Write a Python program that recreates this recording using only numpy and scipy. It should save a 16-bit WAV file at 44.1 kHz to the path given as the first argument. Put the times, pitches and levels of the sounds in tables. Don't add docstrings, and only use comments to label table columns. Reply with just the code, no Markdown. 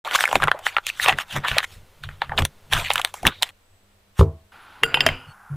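import sys
import numpy as np
from scipy import signal
from scipy.fft import rfft, irfft, next_fast_len
from scipy.io import wavfile
from scipy.ndimage import uniform_filter1d

SR = 44100
rng = np.random.default_rng(int(sys.argv[2]) if len(sys.argv) > 2 else 0)


def wav_record(signal):
    frames = np.transpose(np.atleast_2d(signal))
    bounded = np.clip(frames, -1, 1)
    quanta = np.round(bounded * 32767).astype(np.int16)
    wavfile.write(sys.argv[1], SR, quanta)


N = 245195
TIME = np.arange(N) / SR
COARSE_TIME = TIME[::32]

# start t/s, tone level/dB, whir share (power, 0-1), whine level/dB,
# side level against the tone/dB
STRETCHES = [(0.042, -52.5, 0.53, -90, -17), (1.651, -53.5, 0.01, -87, -21), (3.508, -60, 0, -80.5, -2),
             (4.519, -49.5, 0.94, -72.5, -31.5)]
# below 1 kHz, 1-4 kHz, above 4 kHz
KNOCKS = [(4.834, -0.5, 2010, -13.5, -22.5, -49, -23, -9, -23.5),
          (4.943, -1, 2730, -46, -29.5, -18, -38, -9, -27),
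          (4.971, -14.5, 895, -46, -45, -47.5, -31, -5, -30),
          (5.006, -0.5, 3020, -20, -26.5, -33.5, -35, -7.5, 0),
          (5.064, -3.5, 1750, -6.5, -38, -17.5, 5, -7, -1), (5.088, -8, 2100, -18, -55, -31, -2, -10, -17)]
# start t/s, end t/s
SQUEAK_SPAN = (5.265, 5.33)


def amp(db):
    return 10 ** (np.asarray(db) / 20)


def evened(x):
    return x / np.sqrt(np.mean(x ** 2) + 1e-20)


def colour(x, points):
    size = next_fast_len(len(x))
    f, db = np.transpose(points)
    hz = np.fft.rfftfreq(size, 1 / SR)
    gain = amp(np.interp(np.log(hz + 1), np.log(f + 1), db))
    return irfft(rfft(x, size) * gain, size)[:len(x)]


def band(x, hz, width):
    r = np.exp(-np.pi * width / SR)
    angle = 2 * np.pi * hz / SR
    return signal.lfilter([1 - r * r], [1, -2 * r * np.cos(angle), r * r], x) * np.sin(angle)


def band_twice(x, hz, width, second_ratio):
    return band(band(x, hz, width), hz, second_ratio * width)


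def treble(x):
    return signal.sosfilt(signal.butter(2, [5000, 12000], "band", fs=SR, output="sos"), x)


def add(mix, s, sound):
    part = mix[round(s * SR):][:len(sound)]
    part += sound[:len(part)]


def loudness(rows):
    s, db = np.transpose(rows)
    return uniform_filter1d(amp(np.interp(TIME, s, db, -200, -200)), 60)


def swells(rows):
    peak, db, rise, fall = np.transpose(rows)[:4, :, None]
    starts = np.transpose(STRETCHES)[0]
    before = (peak - COARSE_TIME) / np.maximum(rise, .001)
    after = (COARSE_TIME - peak) / np.maximum(fall, .001)
    same_stretch = np.searchsorted(starts, COARSE_TIME) == np.searchsorted(starts, peak)
    swell_db = 20
    return amp(db - swell_db * np.maximum(before, after)) * same_stretch


def total(gains):
    return np.interp(TIME, COARSE_TIME, np.sqrt((gains ** 2).sum(0)))


def ring(modes, t, scatter_db=3):
    place_db = scatter_db * rng.standard_normal(len(modes))
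    return sum(amp(db + p - 60 * t / t60) * np.sin(2 * np.pi * hz * t)
               for (hz, db, t60), p in zip(modes, place_db))


def crack(peak_db, hz, treble_db, wide_db, t60, grit):
    t = np.arange(len(grit)) / SR
    burst = grit * (1 - np.exp(-t / (0.15 * t60))) ** 2 * amp(-60 * t / t60)
    burst[int(.06 * t60 * SR)] += 8 * np.sign(grit[0])
    width = hz * (.16 + .2 * min(amp(wide_db), 1))
    pop = band_twice(burst, hz, width, 2)
    click = band(band(.5 * burst + grit * amp(-90 * t / t60), 2600, 2600), 3100, 1500)
    body = pop / abs(pop).max() + amp(wide_db) * click / abs(click).max()
    body = signal.sosfilt(signal.butter(3, [500, 4600], "band", fs=SR, output="sos"), body)
    spit = treble((.4 * burst + grit * amp(-40 * t / t60)) * amp(-30 * t / t60))
    return amp(peak_db) * (body / abs(body).max() + amp(treble_db) * spit / abs(spit).max())


def rustle():
    # peak t/s, level/dB, rise t/s, fall t/s, treble against the rustle/dB,
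    # tautness/dB moved from the low to the high half
    tugs = [(0.049, -28, 0.0017, 0.12, -16, -0.5), (0.118, -26.5, 0.0097, 0.2, -12, -3),
            (0.157, -12.5, 0.027, 0.016, -8, 3.5), (0.225, -22.5, 0.077, 0.041, -6.5, 3.5),
            (0.299, -31.5, 0.057, 0.19, -10.5, -3), (0.358, -20.5, 0.028, 0.02, -13, -3.5),
            (0.439, -18.5, 0.035, 0.023, -25, -5), (0.484, -20, 0.0037, 0.013, -33.5, -5),
            (0.517, -35.5, 0.014, 0.19, -40, -8), (0.667, -23.5, 0.028, 0.045, -9.5, 3),
            (0.75, -37.5, 0.12, 0.038, -20, 2.5), (0.768, -22.5, 0.0019, 0.018, -22, -9),
            (0.89, -28, 0.028, 0.02, -4.5, 11.5), (0.985, -47.5, 0.2, 0.027, -4, 11.5),
            (1.032, -20.5, 0.034, 0.045, -5.5, 6.5), (1.087, -13.5, 0.043, 0.046, -18, -1.5),
            (1.136, -31.5, 0.048, 0.027, -27.5, 2), (1.213, -24, 0.046, 0.022, -14, 0),
            (1.334, -32, 0.054, .06, -8.5, 5), (1.366, -18.5, 0.02, 0.027, -17, -4),
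            (1.449, -23, 0.018, 0.054, -28, -2.5), (1.481, -27, 0.025, 0.14, -11.5, 7.5),
            (1.585, -24, 0.14, 0.038, -20.5, -1.5), (1.64, -30, 0.023, 0.027, -9, 4.5),
            (1.731, -50.5, 0.12, 0.084, -1, 4.5), (2.039, -35, 0.011, .036, -14.5, 7.5),
            (2.095, -44.5, 0.014, 0.099, -19, 0.5), (2.222, -30, 0.014, 0.054, -29, -1.5),
            (2.321, -36.5, 0.033, 0.077, -38, -10.5), (2.386, -18, 0.014, 0.036, -11, -6),
            (2.458, -29, 0.023, 0.0036, -8, -1), (2.727, -18.5, 0.014, 0.071, -11, 1.5),
            (2.771, -24, 0.026, .12, -9, -1), (2.862, -32, 0.081, 0.059, -14, 12),
            (2.902, -27, 0.0021, 0.058, -9, 1), (3.001, -25, 0.11, 0.018, -16, -2),
            (3.051, -31.5, 0.034, 0.014, -15, -6), (3.073, -40.5, 0.012, 0.049, -7, 3),
            (3.141, -40.5, 0.0025, 0.11, -5, -1), (3.27, -15, 0.022, 0.025, -15.5, -3),
            (3.324, -40.5, 0.027, 0.054, -32, 6.5), (3.428, -25.5, 0.012, 0.018, -13, -3.5),
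            (3.46, -44, 0.016, 0.16, -10, 4), (4.194, -30.5, 0.022, 0.04, -5.5, 1)]
    # f/Hz, relative level/dB per Hz
    paper_spectrum = [(250, -24), (480, -13.5), (770, -3), (1200, -4), (2100, -5.5), (3700, -9.5),
                      (4700, -28.5), (6000, -57.5)]
    # f/Hz, relative level/dB per Hz
    fibre_spectrum = [(3000, -16.5), (4500, -1), (5500, 2.5), (8000, 2), (12000, -4.5), (15300, -4),
                      (15700, -52.5)]
    # t/s, level/dB
    blade_level = [(3.27, -45.5), (3.3, -49), (3.41, -52.5)]

    clumps = evened(uniform_filter1d(uniform_filter1d(rng.standard_normal(N), 120), 120))
    struck = rng.random(N) < 3000 / SR
    clicks = struck * amp(4 * np.minimum(rng.exponential(1, N), 5)) * rng.choice([-1, 1], N)
    grain = (evened(clicks) * .65 + rng.standard_normal(N)) * amp(1.5 * clumps)

    hz, t, z = signal.stft(grain, SR, nperseg=256)
    patches = evened(uniform_filter1d(uniform_filter1d(rng.standard_normal(z.shape), 3, 0), 9, 1))
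    gains = swells(tugs)
    treble_db, taut_db = np.transpose(tugs)[4:, :, None]
    power = gains ** 2
    taut = np.interp(t, COARSE_TIME, (power * taut_db).sum(0) / (power.sum(0) + 1e-20))
    tilt = np.clip(np.log2(hz / 1700 + 1e-9), -1, 1) * (hz < 4500)
    lean = tilt[:, None] * taut
    grain = signal.istft(z * amp(3.7 * patches + lean), SR, nperseg=256)[1][:N]

    blade = loudness(blade_level) * evened(band(rng.standard_normal(N), 3750, 300))
    sheet = total(gains) * evened(colour(grain, paper_spectrum))
    fibres = total(gains * amp(treble_db)) * evened(colour(grain, fibre_spectrum))
    return sheet + fibres + blade


def snaps():
    # t/s, peak level/dB, pop f/Hz, treble against the body/dB, wide click against the pop/dB
    creases = [(0.075, -16, 1200, -13, -34), (0.111, -11.5, 1500, -20.5, 7), (0.149, -7, 1130, -20, -21),
               (0.157, -5, 1500, -22, -11), (0.188, -9.5, 1630, -30, -40), (0.207, -2.5, 2232, -11, 7),
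               (0.239, -1.5, 1520, -25, -2), (0.254, -4.5, 2240, -11.5, -27), (0.276, -12, 1600, -12, -16),
               (0.289, -17, 1530, -28, 7), (0.313, -14, 890, -25, 1), (0.328, -4, 950, -15, -6.5),
               (0.355, -0.5, 787, -12.5, 1), (0.4, -17.5, 1240, -29, -14), (0.422, -9, 1580, -17, 2),
               (0.431, -4, 1600, -24, -12), (0.438, -4, 1470, -13.5, -4), (0.447, -20, 1100, -34.5, -9),
               (0.473, -7.5, 1350, -25, -13), (0.481, -4.5, 1110, -28.5, -4.5), (0.515, 0, 1620, -24, -6.5),
               (0.544, -25.5, 592, -44, -20), (0.59, -30.5, 900, -5.5, -3), (0.666, -1.5, 1950, -21, -7.5),
               (0.766, 0, 2900, -54, 6), (0.767, -6, 1314, -43, -33), (0.783, -7.5, 1440, -30, -3.5),
               (0.867, -9.5, 2900, -4.5, -5), (0.899, -11.5, 2600, -15, -39), (0.997, -8.5, 1830, -31, -32),
               (1.06, -3.5, 1230, -23.5, 6), (1.084, -3, 1170, -9, -0.5), (1.093, -3.5, 2680, -27, -21),
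               (1.125, -9.5, 1960, -25, 2), (1.186, -7.5, 1810, -13.5, -4.5), (1.483, -7, 1700, -12, 8.5),
               (1.515, -9, 2200, -24, 9), (1.565, -16, 617, -35, -11), (1.583, 3.5, 3760, -12, -3),
               (1.587, -9, 3000, -20, 4), (1.603, -13, 1950, -27, -1.5), (1.629, -16, 1770, -16.5, -12),
               (1.642, -13.5, 2120, -16.5, -5.5), (2.036, -24, 1480, -25, -36), (2.089, -23, 1750, -22, -4),
               (2.217, -12, 907, -37, -26), (2.218, -6.5, 1790, -31.5, -3.5),
               (2.294, -20.5, 1780, -23.5, -9.5), (2.318, -20, 826, -47, -27),
               (2.318, -18.5, 1760, -43, -30), (2.377, -5, 3660, -33, -15), (2.381, -5, 2900, -33, -9),
               (2.39, -8, 2700, -33, 17), (2.421, -11.5, 1330, -16, 2), (2.451, -9.5, 1790, 2, 5.5),
               (2.727, -6.5, 1850, -16, 0), (2.734, 2.5, 3520, -15.5, -5.5), (2.904, 0.5, 2100, -33, 11),
               (2.913, -5, 2960, -27, 3), (2.935, -24, 4150, 12.5, -10), (2.957, -4, 2290, -9.5, 12),
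               (2.979, -6, 3400, -16.5, -4), (2.996, -14, 1260, -10, -4), (3.015, -11.5, 3220, -11, -10),
               (3.048, 0.5, 3700, -10, -6), (3.14, -21.5, 980, -2.5, -4), (3.23, -20.5, 730, -9.5, -12),
               (3.252, -4, 1780, -24.5, -10), (3.268, 3, 2900, -6.5, 13), (3.275, -1, 3560, -23, -17),
               (3.424, -3.5, 4000, -7, -21), (3.43, 0, 3220, -6.5, -9.5), (3.49, -29, 2910, -7.5, 2.5)]
    out = np.zeros(N)
    for (s, db, *tone), grit in zip(creases, rng.standard_normal((len(creases), 2500))):
        t60 = .012 - .0004 * db
        add(out, s, crack(db, *tone, t60, grit))
    t = np.arange(3000) / SR
    shiver = rng.standard_normal(3000) * amp(-60 * t / .06) * (t > .003)
    return out + amp(-17) * signal.oaconvolve(out, shiver / np.linalg.norm(shiver))[:N]


def push():
    # peak t/s, level/dB, rise t/s, fall t/s, board against the table/dB
    pushes = [(0.366, -38, 0.031, 0.033, 13), (0.44, -23.5, 0.038, 0.063, -12.5),
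              (1.14, -35.5, 0.13, 0.061, -1.5), (1.369, -23.5, 0.033, 0.056, -8),
              (1.521, -27, 0.025, 0.061, -23), (1.78, -43.5, 0.13, 0.1, -23),
              (2.062, -33, 0.049, 0.14, -27), (2.309, -33, 0.068, 0.055, -19),
              (2.396, -38.5, 0.021, 0.06, 8.5), (2.435, -17.5, 0.078, 0.035, -13.5),
              (2.752, -23, 0.042, 0.12, -15), (2.95, -41.5, 0.055, 0.082, -17),
              (3.266, -21.5, 0.028, 0.033, 2.5), (4.829, -41.5, 0.015, 0.15, 2.5),
              (5.04, -39, 0.13, 0.062, -3), (5.099, -25.5, 0.066, 0.081, -31),
              (5.29, -37.5, 0.023, 0.034, -35), (5.522, -39, 0.02, 0.4, -12.5)]
    # f/Hz, bandwidth/Hz, relative level/dB
    table_modes = [(33, 13, 1), (94, 18, 4), (143.1, 6.6, 1.5), (216.4, 16, -13)]
    # f/Hz, bandwidth/Hz, relative level/dB
    board_modes = [(268, 100, 0.5), (362.5, 350, 13), (546, 32, 0)]

    noise, gains = rng.standard_normal(N), swells(pushes)
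    low, board = (evened(sum(amp(db) * evened(band_twice(noise, hz, w, 3)) for hz, w, db in modes))
                  for modes in (table_modes, board_modes))
    steady = low / np.sqrt(uniform_filter1d(low ** 2, 2500) + .05)
    rumble = amp(-66.5) * (TIME > STRETCHES[0][0]) * (TIME < STRETCHES[2][0])
    board_db = np.transpose(pushes)[4, :, None]
    return (total(gains) + rumble) * steady + total(gains * amp(board_db)) * board


def drop():
    # t/s, blow peak/dB, slap peak/dB, contact time/ms, click against the slap's pop/dB
    landings = [(4.192, -3, -11, 3.04, -2.5), (4.21, 0, -8, 0.88, -12), (4.228, -27, -27, 1.34, -23)]
    # f/Hz, relative level/dB, t60/s
    thud_modes = [(77.2, -2, 0.31), (91.6, 10, 0.21), (147.8, 2.5, 0.23), (324, -17.5, 0.27),
                  (396, 0.5, 0.12), (454, -8.5, 0.21), (505, -5, 0.1), (654, -23.5, 0.44), (880, -21, 0.15),
                  (990, -17.5, 0.18), (1100, -30, 0.42)]

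    out, t = np.zeros(N), np.arange(SR // 2) / SR
    grits = rng.standard_normal((len(landings), 2500))
    for (s, blow_db, slap_db, ms, click_db), grit in zip(landings, grits):
        contact = np.hanning(int(ms * SR / 1000) + 3)
        body = np.convolve(ring(thud_modes, t, scatter_db=1), contact / contact.sum())
        body = signal.lfilter(*signal.butter(2, 62, "high", fs=SR), body)
        add(out, s, amp(blow_db) * body / abs(body).max())
        add(out, s + ms / 2000, crack(slap_db, 1150, click_db - 12, click_db, 0.006, grit))
    tail = colour(rng.standard_normal(len(t)), [(200, 8.0), (400, 4.0), (1100, -4.0), (2500, -43.5)])
    add(out, landings[1][0], amp(-26 - 60 * t / 0.3) * evened(tail))
    return out


def knocks():
    # nominal f/Hz, relative level/dB, nominal t60/s
    contact_modes = [(650, -9, .04), (1600, -8, .035), (1950, -6, .03), (2780, 0, .05), (3150, -1, .045),
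                     (3600, -8, .025), (4750, -17, .03), (5080, -14, .03)]
    # f/Hz, relative level/dB, t60/s
    upper_modes = [(388, -10, .4), (455, -6, .2), (1436, -5, .35), (1477, -6, .35), (1850, -10, .08),
                   (2715, -3, .14), (3250, -6, .04), (4743, -13, .3), (7381, -18, .25), (8489, -20, .08),
                   (9647, -13, .12), (12200, -20, .12), (15180, -24, .12)]
    # f/Hz, relative level/dB, t60/s
    lower_modes = [(145, -12, .3), (510, -5, .15), (880, -12, .12), (2515, -2, .3), (2980, 2, .09),
                   (5000, -8, .08), (7250, -14, .07), (10450, -16, .07), (12700, -22, .07)]

    out, t = np.zeros(N), np.arange(SR // 2) / SR
    grits = rng.standard_normal((len(KNOCKS), 2500))
    for (s, db, hz, treble_db, upper_db, lower_db, *part_db), grit in zip(KNOCKS, grits):
        add(out, s, crack(db, hz, treble_db, -4 + db, 0.018, grit))
        touched = [(f, d + part_db[np.searchsorted([1000, 4000], f)], t60) for f, d, t60 in contact_modes]
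        detuned_t = t * rng.uniform(.985, 1.015)
        add(out, s, amp(db) * ring(touched, detuned_t, scatter_db=2.5) * np.minimum(t / .0006, 1))
        seated = np.clip((s - 4.93) / .13, 0, .9)
        wobble = evened(uniform_filter1d(rng.standard_normal(len(t)), 150))
        upper = amp(db + upper_db) * ring(upper_modes, t) * (1 + 0.45 * wobble[::-1])
        lower = amp(db + lower_db) * ring(lower_modes, t) * (1 - seated + seated * wobble)
        add(out, s, upper + lower)
    return out


def rim_chatter():
    # t/s, level/dB
    rattle_level = [(4.83, 5), (4.85, -10), (5.0, -2), (5.1, 1), (5.2, -20), (5.33, -30), (5.4, -70)]
    # f/Hz, bandwidth/Hz, gain/dB
    rim_modes = [(2900, 87, -21), (4820, 150, -32), (142.6, 8, -7.5), (263, 10, -12.5), (379, 6.9, -21.5),
                 (495, 5.5, -16)]
    chatter = loudness(rattle_level) * rng.standard_normal(N)
    out = colour(chatter, [(100, -54.0), (500, -21.0), (3000, -26.5), (5500, -55.0), (9000, -64.0)])
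    return out + sum(amp(db) * band(chatter, hz, width) for hz, width, db in rim_modes)


def settling():
    # t/s, f/Hz, level/dB, t60/s
    table_hum = (5.5, 142, -22.5, 0.62)
    # f/Hz, bandwidth/Hz, starting level/dB, t60/s
    shimmer_modes = [(2930, 300, -40.5, .75), (4950, 300, -49, .42)]
    # f/Hz, level/dB at the end of the swell
    whistle_partials = [(4400, -53.5), (6150, -70), (8200, -63.5)]

    out, t = np.zeros(N), np.arange(SR // 2) / SR
    add(out, table_hum[0], ring([table_hum[1:]], t, scatter_db=1) * np.minimum(t / .02, 1))

    last_knock = KNOCKS[-1][0]
    t = np.arange(0, SQUEAK_SPAN[1] - last_knock, 1 / SR)
    shimmer = sum(amp(db - 60 * t / t60) * evened(band_twice(rng.standard_normal(len(t)), hz, w, 2))
                  for hz, w, db, t60 in shimmer_modes)
    add(out, last_knock, shimmer)

    t = np.arange(*SQUEAK_SPAN, 1 / SR)
    whistle = sum(amp(db) * np.sin(2 * np.pi * hz * t) for hz, db in whistle_partials)
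    swell = np.linspace(.2, 1, len(t))
    add(out, t[0], whistle * signal.windows.tukey(len(t), .3) * swell)
    return out


def wash():
    # t/s, level/dB
    hiss_level = [(4.52, -53.5), (4.8, -53.5), (5.1, -69)]
    return loudness(hiss_level) * evened(band(band(rng.standard_normal(N), 3660, 2460), 2050, 2900))


def room_tone():
    # f/Hz, relative level/dB per Hz
    hush_spectrum = [(25, 12), (64, -3.5), (101, 8.5), (126, -25.5), (200, -11), (480, -5), (1300, -11.5),
                     (3500, -14.5), (5500, -20.5), (15400, -24), (15800, -42.5)]
    # f/Hz, relative level/dB per Hz
    whir_spectrum = [(25, -25), (101, 0.5), (135, -31.5), (200, -11.5), (470, -21.5), (800, 5), (1230, 4.5),
                     (1420, 11), (1750, -3), (3800, -26.5), (5500, -21.5), (15400, -23), (15800, -52.5)]
    # f/Hz, level/dB
    hum_partials = [(91.5, -68), (199.2, -71)]
    whine_hz = [8000, 8000, 8000, 9997]

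    start, db, share, whine_db, wide_db = np.transpose(STRETCHES)
    stretch = np.searchsorted(start, TIME) - 1
    hush, whir = (evened(colour(rng.standard_normal(N), points)) for points in (hush_spectrum, whir_spectrum))
    share = np.clip(share, 0, 1)[stretch]
    tone = amp(db[stretch]) * (np.sqrt(1 - share) * hush + np.sqrt(share) * whir)
    tone += sum(amp(d) * evened(band(rng.standard_normal(N), f, 2.6)) for f, d in hum_partials)
    whines = [evened(band(rng.standard_normal(N), f, 6)) for f in whine_hz]
    tone += amp(whine_db[stretch]) * np.choose(stretch % len(STRETCHES), whines)
    other = colour(evened(colour(rng.standard_normal(N), hush_spectrum)), [(150, -16), (800, 0)])
    side = amp(db[stretch] + wide_db[stretch]) * other
    return (tone + np.array([side, -side])) * (stretch >= 0)


def spread(mid):
    # f/Hz, level/dB
    side_spectrum = [(60, -42), (1300, -40.5), (2800, -44), (5500, -17.5), (15000, -7.5)]
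    z = signal.stft(mid, SR, nperseg=256)[2]
    haze = signal.istft(z * np.exp(2j * np.pi * rng.random(z.shape)), SR, nperseg=256)[1][:N]
    side = colour(haze, side_spectrum)
    return np.array([mid + side, mid - side])


def scene():
    paper = rustle() + snaps()
    glass = knocks() + rim_chatter() + settling()
    return spread(paper + push() + drop() + glass + wash()) + room_tone()


def record(dry):
    clipped = np.clip(dry, -.98, .98)
    low_pass = signal.firwin(1023, 16400, window=("kaiser", 12), fs=SR)
    return signal.oaconvolve(clipped, low_pass[None], "same")


dry = scene()
out = record(dry)
wav_record(out)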